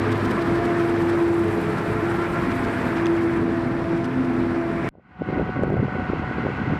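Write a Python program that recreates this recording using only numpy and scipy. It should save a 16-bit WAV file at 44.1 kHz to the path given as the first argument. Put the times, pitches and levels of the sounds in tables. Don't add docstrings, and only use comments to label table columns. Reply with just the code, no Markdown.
import sys
import numpy as np
from scipy import signal
from scipy.fft import rfft, irfft, next_fast_len
from scipy.io import wavfile
from scipy.ndimage import uniform_filter1d

SR = 44100
rng = np.random.default_rng(int(sys.argv[2]) if len(sys.argv) > 2 else 0)


def bounce(signal):
    frames = np.transpose(np.atleast_2d(signal))
    limited = np.clip(frames, -1, 1)
    pcm = np.round(limited * 32767).astype(np.int16)
    wavfile.write(sys.argv[1], SR, pcm)


def how_loud(loudness_db):
    steps = np.asarray(loudness_db, float) / 20
    return 10 ** steps


N = 299439
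TIME = np.arange(N) / SR
CUT_S = 4.8895
FADE_END_S, FADE_DB_PER_S = 5.296, 99


def in_time(rows):
    s, *columns = np.transpose(rows)
    return [np.interp(TIME, s, column) for column in columns]


def swells(rows, rest_db, edge_db_per_s):
    holds = []
    for s, length, db in rows:
        outside = np.maximum(0, np.maximum(s - TIME, TIME - s - length))
        holds.append(db - edge_db_per_s * outside)
    return np.maximum(rest_db, np.max(holds, axis=0))


def held(curves, heard):
    return [np.where(heard, c, np.mean(c[heard])) for c in curves]


def drift(rate_hz):
    pole = np.exp(-80 * np.pi * rate_hz / SR)
    noise = rng.standard_normal(N // 40 + 2002)
    slow = signal.lfilter([1], [1, -2 * pole, pole * pole], noise)[2000:]
    return np.interp(np.arange(N) / 40, np.arange(len(slow)), slow / slow.std())


def tone(hz, db, wobble):
    phase = 2 * np.pi * np.cumsum(hz * (1 + wobble * drift(9.82))) / SR
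    return np.sqrt(2) * how_loud(db) * np.sin(phase + rng.uniform(0, 2 * np.pi))


def roar(colour, curves, curve_hz, offset_db, patchy_db, dips=()):
    size = next_fast_len(N)
    hz = np.maximum(np.arange(size // 2 + 1) * SR / size, 1)
    colour_hz, colour_db = np.transpose(colour)
    shape_db = np.interp(np.log(hz), np.log(colour_hz), colour_db)
    for dip_hz, width_hz, dip_db in dips:
        shape_db = shape_db + dip_db * np.exp(-((hz - dip_hz) / width_hz) ** 2)
    gain_db = shape_db + 43 + offset_db + np.mean(curves[0])
    noise = rfft(rng.standard_normal(size)) * how_loud(gain_db)
    together = drift(9)
    place = 2 * np.log2(hz / 24)
    out = 0
    for k in range(20):
        share = np.cos(np.pi / 2 * np.clip(place - k, -1, 1)) ** 2
        spot = np.interp(np.log(24 * 2 ** (k / 2)), np.log(curve_hz), np.arange(len(curves)))
        low = min(int(spot), len(curves) - 2)
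        below, above = [c - np.mean(c) for c in curves[low:low + 2]]
        change_db = below + (spot - low) * (above - below)
        flicker_db = patchy_db * (0.49 * together + drift(25))
        out = out + irfft(noise * share, size)[:N] * how_loud(change_db + flicker_db)
    return out


def burst(hz, width, t60, count):
    noise = rng.standard_normal(count) * how_loud(-60 * np.arange(count) / SR / t60)
    band = [hz / width, min(hz * width, .45 * SR)]
    puff = signal.sosfilt(signal.butter(2, band, "band", fs=SR, output="sos"), noise)
    return puff / np.abs(puff).max()


def add(out, s, piece):
    at = round(s * SR)
    out[at:at + len(piece)] += piece[:N - at]


# (time [s], knife rate [Hz], level [dB])
DRUM = [(0.0, 338.2, -26.5), (0.23, 338.6, -32.5), (0.56, 340.5, -21.5), (0.61, 342.7, -29),
        (0.62, 343, -22.5), (1.39, 339.2, -20.5), (1.77, 337.2, -35), (1.98, 341.5, -31.5),
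        (2.01, 339.4, -39), (2.04, 342.1, -23.5), (2.61, 343.4, -34.5), (2.83, 334.2, -36),
        (3.08, 337.7, -19.5), (3.85, 335.8, -30.5), (3.95, 336.4, -22.5), (4.1, 342.6, -35.5),
        (4.46, 337.5, -24), (4.88, 336.5, -32)]
# (multiple of knife rate, level behind the wagon [dB], roughness [dB])
DRUM_ORDERS = [(2, -42.5, 2.5), (.75, -53, 3.5), (1.26, -44.5, 5), (3, -48.5, 4), (4, -51, 4.5)]
# (time [s], length [s], level [dB])
OPENINGS = [
    [(.39, 0.53, -35.5), (1.9, .12, -38.5), (2.55, .4, -37.5), (3.5, 0.53, -37.5), (4.62, 0.27, -37.5)],
    [(0, 0.29, -30), (.66, .33, -34.5), (2.5, 0.39, -32.5), (3.38, .35, -32.5), (4.08, 0.43, -27),
     (4.65, .23, -35.5)],
    [(0, 0.12, -35.5), (.65, .3, -38.5), (1.45, .56, -36.5), (3.38, 0.097, -38.5), (3.95, 0.52, -44)],
    [(.1, .2, -42), (1.95, 0.68, -43), (3.0, 0.61, -45)],
    [(1.898, 0.081, -38.5), (2.1, .3, -40.5)],
]
OPENING_EDGE_DB_PER_S = 62
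# (multiple of knife rate, level [dB])
SHAFT_ORDERS = [(.375, -39), (.5, -45.5), (.625, -42), (.875, -44)]


def harvester_drum():
    hz, level_db = in_time(DRUM)
    hz = uniform_filter1d(hz, size=5000)
    out = tone(hz, level_db + 1.5 * drift(20), wobble=.003)
    for (multiple, rest_db, rough_db), rows in zip(DRUM_ORDERS, OPENINGS):
        order_db = swells(rows, rest_db, OPENING_EDGE_DB_PER_S) + rough_db * drift(19.4)
        out += tone(hz * multiple, order_db, wobble=0.002027 * rough_db)
    for multiple, db in SHAFT_ORDERS:
        out += tone(hz * multiple, db + 5 * np.tanh(drift(3)), wobble=.03)
    return out


FIRING_HZ, FIRING_DB, FIRING_FADE_DB_PER_S = 102.4, -31, 3
# (time [s], level [dB])
SCREEN = [(0, 2), (.8, 1.5), (1.4, -0.5), (2.15, 2.5), (2.7, 3.5), (3.1, 0.3), (3.7, -2.5), (4.7, -1.5),
          (4.88, 2)]
MIDDLE_FOLLOWS, HISS_FOLLOWS = 0.38, .4
MIDDLE_LOSS_DB_PER_S, HISS_LOSS_DB_PER_S = 0.7, 1.06
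# (time [s], length [s], level [dB])
RUMBLE_SWELLS = [
    (.26, 0.34, -24),
    (1.47, 1.4, -25),
    (3.36, .08, -25.5),
    (3.8, 0.032, -24.5),
    (4.4, 0.045, -25),
    (4.8, 0.073, -26.5),
]
RUMBLE_DB, RUMBLE_EDGE_DB_PER_S = -28, 43.5
NEAR_HZ = [160, 1000, 2200, 4500]
# (frequency [Hz], density [dB per Hz])
NEAR_COLOUR = [(15, -46.5), (25, -14), (101, -8), (165, -2.5), (246, -6), (290, -6.5), (340, -5.5),
               (470, -11.5), (615, -13.5), (685, -14.5), (763, -14), (1710, -16), (2700, -30.5),
               (13200, -59), (15600, -70)]
# (frequency [Hz], width [Hz], change [dB])
NEAR_DIPS = [(2380, 370, 3), (6550, 650, -4), (11800, 980, -2)]


def near_engines():
    chop = 1 + 0.072 * np.sin(2 * np.pi * .75 * FIRING_HZ * TIME)
    screen_db, = in_time(SCREEN)
    rumble_db = swells(RUMBLE_SWELLS, RUMBLE_DB, RUMBLE_EDGE_DB_PER_S)
    middle_db = MIDDLE_FOLLOWS * screen_db - MIDDLE_LOSS_DB_PER_S * TIME
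    hiss_db = HISS_FOLLOWS * screen_db - HISS_LOSS_DB_PER_S * TIME
    curves = held([rumble_db, middle_db, screen_db, hiss_db], TIME < CUT_S)
    body = roar(NEAR_COLOUR, curves, NEAR_HZ, offset_db=-21.5, patchy_db=1.09, dips=NEAR_DIPS)
    firing_db = FIRING_DB - FIRING_FADE_DB_PER_S * TIME + 2.9 * drift(2.1)
    return tone(FIRING_HZ, firing_db, wobble=0.04) + chop * body


# (time [s], level [dB])
LEAVES = [(0, -69.5), (.18, -60), (.4, -61), (1.4, -57), (2.0, -56.5), (2.9, -57), (3.35, -62),
          (3.5, -72.5), (4.88, -68.5)]
LEAVES_HZ = [9000, 13500]
# (frequency [Hz], density [dB per Hz])
LEAF_COLOUR = [(3820, -25), (6500, -2.5), (8180, -2), (9850, -4.5), (13700, -11.5), (15600, -20.5)]
LEAF_TOP_FOLLOWS = 1.4


def brushed_leaves():
    leaves_db, = in_time(LEAVES)
    curves = [leaves_db, LEAF_TOP_FOLLOWS * leaves_db]
    hiss = roar(LEAF_COLOUR, curves, LEAVES_HZ, offset_db=-36.5, patchy_db=2.3, dips=NEAR_DIPS)
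    return hiss * how_loud(1.2 * drift(150))


# (time [s], peak [dB])
STALKS = [(0.1171, -28), (0.2254, -41.5), (0.2478, -30.5), (0.303, -29), (0.4145, -31.5), (0.4678, -35),
          (0.5462, -33.5), (0.6474, -32.5), (0.7916, -33.5), (0.8919, -34.5), (1.0136, -35),
          (1.0899, -32.5), (1.224, -40), (1.477, -35.5), (1.5, -39), (1.6138, -38), (1.7759, -36),
          (1.9235, -41), (2.1021, -42), (2.2167, -38.5), (2.5107, -33.5), (2.6394, -33.5), (2.8643, -35.5),
          (2.9622, -36), (3.2191, -44), (3.3628, -36.5), (3.9694, -39), (4.0443, -35), (4.2419, -42),
          (4.7541, -47.5)]
SMALL_STALK_DB = -47
# (frequency [Hz], density [dB per Hz])
CRUSH_COLOUR = [(1500, -29.5), (3000, 6), (5000, -1.5), (8500, -8.5), (13500, -19.5), (15700, -17.5)]


def crushed_stalks():
    small = [(s, SMALL_STALK_DB) for s in rng.uniform(0, CUT_S, size=12)]
    away = (np.arange(2600) / SR - .03) / 0.013
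    swell = np.exp(-np.where(away < 0, 1, 6.0) * away ** 2)
    pressure = np.zeros(N)
    for s, db in [*STALKS, *small]:
        add(pressure, max(s - .02, 0), how_loud(db - 12) * swell)
    crush = roar(CRUSH_COLOUR, np.zeros((2, N)), LEAVES_HZ, offset_db=0, patchy_db=1.5, dips=NEAR_DIPS)
    return pressure * crush / crush.std()


# (time [s], peak [dB])
LEAF_CRACKS = [(0.1191, -42), (0.1565, -44), (0.178, -40), (0.2463, -40), (0.3092, -38), (0.5594, -46),
               (0.7053, -48), (1.3923, -45), (1.6142, -43), (1.7894, -44)]


def leaf_cracks():
    out = np.zeros(N)
    for s, db in LEAF_CRACKS:
        add(out, s, how_loud(db - 2.0) * burst(9000, 1.7, t60=.02, count=900))
    return out


# (time [s], peak [dB], low ring [Hz], high ring [Hz])
SNAPS = [
    (3.0577, -23, 3450, 6200),
    (3.0672, -22, 2600, 4900),
    (4.0435, -31, 2850, 6000),
]


def stalk_snaps():
    out, since = np.zeros(N), np.arange(2600) / SR
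    attack_s = .0008
    fading = np.minimum(since / attack_s, 1) * how_loud(-60 * np.maximum(since - attack_s, 0) / .009)
    for s, db, low_hz, high_hz in SNAPS:
        rings = np.sin(2 * np.pi * low_hz * since) + .4 * np.sin(2 * np.pi * high_hz * since)
        click = burst(3200, 1.8, t60=.009, count=len(since))
        add(out, s, how_loud(db) * (.75 * fading * rings + .45 * click))
    return out


FAR_DB, FAR_NEARING_DB_PER_S, TOP_NEARING_DB_PER_S = -44, 2.5, 3.5
DUCK_S, DUCK_WIDTH_S, DUCK_DB, DUCK_TOP_DB = 5.75, 0.14, -3, -4.5
FAR_HZ = [2000, 6000]
# (frequency [Hz], density [dB per Hz])
FAR_COLOUR = [(35, -32), (60, -9), (171, -5), (643, -21), (739, -18), (811, -17), (1200, -11.5),
              (1490, -12.5), (1710, -20.5), (2060, -18.5), (2360, -26), (2720, -28), (3760, -42),
              (4130, -42), (15600, -79.5)]
# (frequency [Hz], width [Hz], change [dB])
GROUND_DIPS = [(1735, 67, -9), (2320, 95, -1.5), (1230, 200, -6), (3670, 150, -1), (5050, 130, -2),
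               (5900, 250, -3)]
WHINE_HZ = 741.4
# (multiple, level [dB], change [dB per s])
WHINE_ORDERS = [(1, -38.5, -3.5), (1.5, -47.5, -4.5), (2, -42.5, -1.5)]
# (frequency [Hz], level against the roar [dB])
FAR_LINES = [(1347, -10.5), (1898, -16.5), (2597, -28), (3340, -33), (4041, -29.5), (4819, -40)]
# (time [s], frequency [Hz], level [dB])
TURBO = [
    (5.4, 11700, -115),
    (5.52, 11850, -90),
    (5.6, 11950, -118),
    (6.15, 12700, -115),
    (6.35, 12880, -95),
    (6.79, 13080, -89),
]


def far_machines():
    since = TIME - FADE_END_S
    duck = np.exp(-((TIME - DUCK_S) / DUCK_WIDTH_S) ** 2)
    body_db = FAR_DB + FAR_NEARING_DB_PER_S * since + DUCK_DB * duck
    top_db = TOP_NEARING_DB_PER_S * since + DUCK_TOP_DB * duck
    curves = held([body_db, top_db], TIME > CUT_S)
    out = roar(FAR_COLOUR, curves, FAR_HZ, offset_db=-7, patchy_db=0.92, dips=GROUND_DIPS)
    bend = np.abs(since - .2) - 4 * np.minimum(since, 0)
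    for multiple, db, change_db in WHINE_ORDERS:
        whine_db = db + change_db * bend + DUCK_DB * duck + 1.5 * drift(8)
        out += tone(WHINE_HZ * multiple, whine_db, wobble=.0006)
    for line_hz, db in FAR_LINES:
        out += tone(line_hz, body_db + db + 2 * drift(4.2), wobble=0.00081)
    return out + tone(*in_time(TURBO), wobble=.002)


# (time [s], length [s], level [dB])
GUSTS = [(4.94, .015, -15), (4.98, .015, -19), (5.21, 0.022, -22), (5.28, .13, -22.5), (5.48, .02, -27.5),
         (5.57, .1, -24), (5.7, 0.069, -21), (5.8, 0.039, -22), (5.93, 0.24, -27), (6.18, 0.13, -29.5),
         (6.36, .03, -27.5), (6.43, 0.068, -23), (6.59, .015, -25.5), (6.65, 0.094, -24.5)]
CALM_DB, GUST_EDGE_DB_PER_S = -37, 199
CALM_HIGH_DB, GUST_HIGH_EDGE_DB_PER_S = -43, 497
WIND_HZ = [150, 500]
# (frequency [Hz], density [dB per Hz])
WIND_COLOUR = [(15, -59), (30, -35), (64, -6.5), (135, 1.5), (250, -5), (450, -16), (800, -20.5),
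               (1400, -41), (2500, -100)]


def wind_rumble():
    low_db = swells(GUSTS, CALM_DB, GUST_EDGE_DB_PER_S)
    high_db = swells(GUSTS, CALM_HIGH_DB, GUST_HIGH_EDGE_DB_PER_S)
    lumps = how_loud(8.0 * np.tanh(drift(50) / 1.5))
    curves = held([low_db, high_db], TIME > CUT_S)
    return roar(WIND_COLOUR, curves, WIND_HZ, offset_db=-25.0, patchy_db=0.4) * lumps


# (peak time [s], peak [dB], swing [Hz])
BUFFETS = [(5.22, -6.5, 420), (5.289, -14, 322), (5.329, -15.5, 342), (5.362, -15, 323), (5.385, -14, 314),
           (5.397, -11.5, 420), (5.415, -14, 316), (5.493, -19, 386), (5.57, -17, 335), (5.614, -18, 358),
           (5.636, -4, 422), (5.646, -17, 220), (5.68, -14, 327), (5.703, -12.5, 448), (5.722, -12, 285),
           (5.729, -13, 327), (5.742, -9, 315), (5.77, -11, 399), (5.804, -21, 308), (5.83, -9.5, 324),
           (5.883, -17.5, 494), (5.966, -18.5, 323), (6.101, -12, 274), (6.135, -10.5, 350),
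           (6.198, -15, 223), (6.439, -16, 255), (6.461, -13, 263), (6.503, -16, 270), (6.711, -17, 429),
           (6.725, -14.5, 259),
           (4.94, -12, 450), (4.954, -6, 500), (4.985, -7, 300), (4.997, -12, 500), (6.313, -16, 350),
                 (6.384, -14, 300), (6.468, -12, 560), (6.603, -16, 200), (6.678, -17.5, 200),
                 (6.738, -18, 320)]
SMALL_BUFFET_DB = 6


def wind_buffets():
    out = np.zeros(N)
    gust_db = swells(GUSTS, CALM_HIGH_DB, GUST_HIGH_EDGE_DB_PER_S)
    small = rng.uniform([FADE_END_S, -4, 230], [N / SR, 2, 440], size=(35, 3))
    small[:, 1] += gust_db[(small[:, 0] * SR).astype(int)] + SMALL_BUFFET_DB
    for s, db, hz in [*BUFFETS, *small]:
        turns = (np.arange(800) / SR - .009) * np.clip(hz, 200, 600)
        shape = np.exp(-np.abs(2.4 * turns) ** 1.4) * np.cos(2 * np.pi * (turns + rng.random()))
        add(out, s - .009, how_loud(db + 1.5) * shape)
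    return out


# (time [s], peak [dB])
TICKS = [
    (5.6348, -34.5),
    (5.678, -43.5),
    (5.702, -42),
    (5.7314, -44.5),
    (5.7684, -48.5),
    (5.8294, -52.5),
    (6.1364, -50),
]


def overload_ticks():
    out = np.zeros(N)
    for s, db in TICKS:
        add(out, s, how_loud(db - 4.0) * burst(3500, 3.0, t60=0.004, count=600))
    return out


def scene():
    stubble = brushed_leaves() + crushed_stalks() + leaf_cracks() + stalk_snaps()
    near = harvester_drum() + near_engines() + stubble
    wind = wind_rumble() + wind_buffets() + overload_ticks()
    far = (far_machines() + wind) * how_loud(FADE_DB_PER_S * np.minimum(TIME - FADE_END_S, 0))
    near_share = np.clip((CUT_S - TIME) / .00004, 0, 1)
    return (near_share * near + (1 - near_share) * far)[None, :]


def band_limit(x):
    return signal.sosfilt(signal.butter(12, 15700, fs=SR, output="sos"), x)


CEILING = .3


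def record(dry):
    heard = signal.sosfilt(signal.butter(3, 38, "high", fs=SR, output="sos"), dry)
    limited = heard / (1 + (np.abs(heard) / CEILING) ** 6) ** (1 / 6)
    mix = signal.sosfilt(signal.cheby2(12, 60, 16500, fs=SR, output="sos"), limited)
    return band_limit(mix)


dry = scene()
out = record(dry)
bounce(out)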